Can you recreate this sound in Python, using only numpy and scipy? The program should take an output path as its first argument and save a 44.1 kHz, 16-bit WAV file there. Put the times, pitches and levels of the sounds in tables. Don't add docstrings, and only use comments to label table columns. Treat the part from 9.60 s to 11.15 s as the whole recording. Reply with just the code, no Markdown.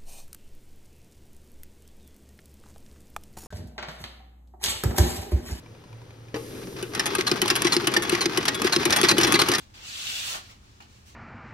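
import sys
import numpy as np
from scipy import signal
from scipy.fft import rfft, irfft, next_fast_len
from scipy.io import wavfile
from scipy.ndimage import map_coordinates

SR = 44100
rng = np.random.default_rng(int(sys.argv[2]) if len(sys.argv) > 2 else 0)


def waveform_to_disk(signal):
    frames = np.transpose(np.atleast_2d(signal))
    scaled = np.clip(frames, -1, 1) * 32767
    samples = np.round(scaled).astype(np.int16)
    wavfile.write(sys.argv[1], SR, samples)


N = 68355

# f/Hz, level/dB
RUMBLE_SPECTRUM = [(12, -50), (20, -40), (34, -3), (65, -3), (122, -3), (151, -16), (214, -9.5), (269, -15),
                   (292, -16.5), (321, -15.5), (382, -19), (500, -31.5), (650, -47), (1100, -120)]
AIR_SPECTRUM = [(300, 0), (700, -5.5), (1200, -5.5), (2500, -9), (6500, -10.5), (8800, -18), (12000, -26.5),
                (15500, -25)]
# f/Hz, coefficient
RUMBLE_CORRELATION = [(30, 1), (70, 0.82), (130, 0.96), (250, 0.91), (500, 0.29)]
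# f/Hz, T60/s
ROOM_T60 = [(150, 0.25), (800, .26), (3000, 0.34), (8000, 0.23), (15000, 0.18)]
# f/Hz, level/dB
BALANCE = [(200, 1.5), (700, -1.5), (1300, .5), (2600, 1.5), (4200, -1), (5200, 2.5), (6800, -1),
           (8200, -3), (9400, -4.5), (12000, -10), (15000, -10.5)]
# f/Hz, level/dB
SIDE_GAIN = [(60, -1.5), (140, -1), (300, -1.5), (600, 1.5), (1100, 5), (1800, 2), (3000, 0)]
# t/s, level/dB, f/Hz, T60/s
FLOOR_THUMPS = [(0.754, -47, 33, .2), (0.867, -34, 104, 0.058), (0.981, -49, 50.7, 0.26)]
# t/s, level/dB, attack/s, hold/s, fade/(dB/s), treble gain/dB
STROKES = [(-.01, -51.5, 0.0033, 0.0083, 353, 0), (0.135, -52, .008, 0.16, 146, -3.5),
           (0.815, -56.5, 0.013, 0.038, 146, 2.5), (0.874, -54.5, 0.022, 0.013, 442, -2),
           (1.008, -65.5, 0.023, 0.043, 24, -1), (1.278, -64.5, 0.019, 0.063, 81, 4.5),
           (1.449, -56.5, .02, 0.019, 203, 5)]
# t/s, level/dB, relative scuff level/dB
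CONTACTS = [(.098, -62.5, 8), (.139, -56.5, 7), (0.674, -43, 3), (.744, -33, -9), (.752, -36.5, -6),
            (.772, -41, -7), (.912, -47.5, -2.5), (1.203, -41.5, -5.5), (1.219, -54.5, 9)]
# f/Hz, level/dB
WOOD_MODES = [(113, -8), (221, -7.5), (360, -8), (520, -9), (680, -6), (791, 0.5), (930, -0.5),
              (1184, -2.5), (1290, -2), (1530, -4), (1890, -1), (2250, 3.5), (2560, -2), (2850, 6)]
# f/Hz, bandwidth/Hz, level/dB
PANEL_MODES = [(2760, 115, 1.5), (2910, 97, 3), (3260, 80, -4), (3450, 140, 4.5), (4150, 170, -4),
               (5460, 260, -14), (6720, 180, -10)]
# t/s, level/dB
PUSH_ENVELOPE = [(.2, -51), (.255, -44.5), (.29, -41), (.325, -42), (.375, -38), (.397, -37.5), (.44, -38),
                 (.505, -36), (.545, -37.5), (.58, -36.5), (.605, -38.5), (.64, -36.5), (.715, -36),
                 (.75, -38.5), (.78, -47.5)]
# f/Hz, level/dB
CLOTH_SPECTRUM = [(400, -9), (800, -4.5), (1500, -4.5), (2700, 0.5), (4300, -0.5), (7300, -5), (8800, -13),
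                  (12000, -19.5), (15500, -20)]
RASP_SPECTRUM = [(200, -23), (550, -16.5), (1000, -17), (1400, -10), (2100, -9), (2750, -1.5), (3500, -1.5),
                 (4300, -2.5), (5300, -5.5), (7400, -6.5), (9000, -15.5), (12000, -23.5), (15500, -28)]
FIBRE_SPECTRUM = [(2000, -30), (6000, 4), (8000, 6), (11000, -1.5), (15500, -4)]
GRIND_SPECTRUM = [(100, -30), (300, -18), (550, -4.5), (780, -6.5), (1200, -2.5), (1900, -4), (3000, -18),
                  (8000, -39)]


def amp(db):
    return 10 ** (np.asarray(db) / 20)


def unit(x):
    return x / np.sqrt(np.mean(x ** 2) + 1e-20)


def along(points, hz):
    f, values = np.transpose(points)
    return np.interp(np.log(hz + 1), np.log(f + 1), values)


def clock(onset_s=0):
    return np.maximum(np.arange(N) / SR - onset_s, 0)


def wobble(knots_per_s):
    return map_coordinates(rng.standard_normal(1024), [clock() * knots_per_s], mode="wrap")


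def filtered(x, response):
    size = next_fast_len(N + SR // 2)
    return irfft(rfft(x, size) * response(np.fft.rfftfreq(size, 1 / SR)), size)[..., :N]


def coloured(x, spectrum):
    return unit(filtered(x, lambda hz: amp(along(spectrum, hz))))


def background():
    def mid_side_gains(hz):
        angle = np.arccos(np.clip(along(RUMBLE_CORRELATION, hz), -1, 1)) / 2
        return np.array([np.cos(angle), np.sin(angle)])

    mid, side = filtered(rng.standard_normal((2, N)), mid_side_gains)
    rumble = amp(-56) * coloured(np.array([mid + side, mid - side]), RUMBLE_SPECTRUM)
    hum_hz = 78.5
    hum = amp(-60 + 0.67 * wobble(5.4)) * np.sin(2 * np.pi * hum_hz * clock() + wobble(7.94))
    hiss = amp(-61) * coloured(rng.standard_normal((2, N)), AIR_SPECTRUM)
    return rumble + hum + hiss


def room(x):
    early_db, early_t60_s, wet_db, left_lag_s = -1, 0.067, 6, 0.000502
    hop = round(0.008 * SR)
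    frames = np.lib.stride_tricks.sliding_window_view(np.pad(x, (0, hop)), 2 * hop)[::hop, None]
    frames = frames * np.sqrt(np.hanning(2 * hop))
    noise = rng.standard_normal((len(frames), 2, SR // 5)).astype(np.float32)
    hz, t, spectra = signal.stft(noise, SR, nperseg=256)
    wall_decay = amp(-60 * t / along(ROOM_T60, hz)[:, None])
    box_decay = amp(early_db - 60 * t / early_t60_s)
    tails = signal.istft(spectra * (wall_decay + box_decay).astype(np.float32), SR, nperseg=256)[1]
    tails /= np.linalg.norm(tails, axis=2, keepdims=True)
    wet = np.zeros((2, N + SR))
    for k, echo in enumerate(signal.fftconvolve(frames, tails, axes=2)):
        wet[:, k * hop:k * hop + echo.shape[1]] += echo
    direct = filtered(x, lambda hz: np.exp(1j * np.pi * hz * left_lag_s * np.array([[-1], [1]])))
    return np.sqrt(2) * (direct + amp(wet_db) * wet[:, :N]) / np.hypot(1, amp(wet_db))


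def thumps():
    attack_s = 0.0082
    out = np.zeros(N)
    for onset, db, hz, t60 in FLOOR_THUMPS:
        t = clock(onset)
        envelope = amp(db - 60 * t / t60) * (1 - np.exp(-t / attack_s))
        out += envelope * np.sin(2 * np.pi * hz * t)
    return out


def slips(per_s=5000, scatter_db=4):
    impulses = (rng.random(N) < per_s / SR) * rng.choice([-1, 1], N)
    return unit(impulses * amp(scatter_db * np.clip(rng.standard_normal(N), -2, 2)))


def brushes():
    shelf_hz = 8100
    out = np.zeros(N)
    for onset, db, attack, hold, fade, treble_db in STROKES:
        t = clock(onset)
        cloth = coloured(slips(per_s=7000, scatter_db=3), CLOTH_SPECTRUM)
        cloth = filtered(cloth, lambda hz: amp(treble_db * np.minimum(hz / shelf_hz, 1) ** 2))
        envelope = amp(db - fade * np.maximum(t - attack - hold, 0)) * np.minimum(t / attack, 1)
        out += envelope * unit(cloth)
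    return out


def knocks():
    t60_at_1khz_s, scuff_t60_s, attack_s = 0.029, 0.033, 0.0013
    out = np.zeros(N)
    for onset, db, scuff_db in CONTACTS:
        t = clock(onset)
        ring = np.zeros(N)
        for hz, mode_db in WOOD_MODES:
            t60 = t60_at_1khz_s / np.sqrt(hz / 1000)
            ring += amp(mode_db - 60 * t / t60) * np.sin(2 * np.pi * (hz * t + rng.random()))
        scuff = amp(scuff_db - 60 * t / scuff_t60_s) * coloured(rng.standard_normal(N), CLOTH_SPECTRUM)
        out += amp(db) * (1 - np.exp(-t / attack_s)) * (0.5 * ring + scuff)
    return out


def panel_response(hz):
    return sum(amp(db) * 1j * hz * width / (centre ** 2 - hz ** 2 + 1j * hz * width)
               for centre, width, db in PANEL_MODES)


def slide():
    start_s, halfway_s, bind_s, stop_s, ring_width_s = 0.234, 0.51, 0.71, 0.7767, 0.1
    fade_db_per_s, tighten_db_per_s, bind_db_per_s = 495, 25.5, 97
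    t = clock()
    fade_db = fade_db_per_s * (np.maximum(start_s - t, 0) + clock(stop_s))
    judder_db = 0.64 * wobble(knots_per_s=69.8)
    push = amp(np.interp(t, *np.transpose(PUSH_ENVELOPE)) - fade_db + judder_db)
    rasp = amp(-1) * coloured(slips(), RASP_SPECTRUM)
    ring_swell = np.exp(-0.5 * ((t - halfway_s) / ring_width_s) ** 2)
    ring = amp(-2) * ring_swell * unit(filtered(slips(), panel_response))
    travel_s = np.minimum(t, stop_s)
    hiss_db = -13.5 + tighten_db_per_s * (travel_s - halfway_s)
    grind_db = -11.5 + bind_db_per_s * (travel_s - bind_s)
    hiss = amp(hiss_db) * coloured(slips(), FIBRE_SPECTRUM)
    grind = amp(grind_db) * coloured(slips(per_s=830, scatter_db=4.5), GRIND_SPECTRUM)
    return push * (rasp + ring + hiss + grind)


def scene():
    box = room(slide() + brushes() + knocks())
    box = filtered(box, lambda hz: amp(along(BALANCE, hz) * np.array([[0.5], [-0.5]])))
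    return box + thumps() + background()


def record(dry):
    cutoff_hz = 15800
    mid = (dry[0] + dry[1]) / 2
    side = filtered((dry[0] - dry[1]) / 2, lambda hz: amp(along(SIDE_GAIN, hz)))
    return filtered(np.array([mid + side, mid - side]), lambda hz: hz < cutoff_hz)


dry = scene()
out = record(dry)
waveform_to_disk(out)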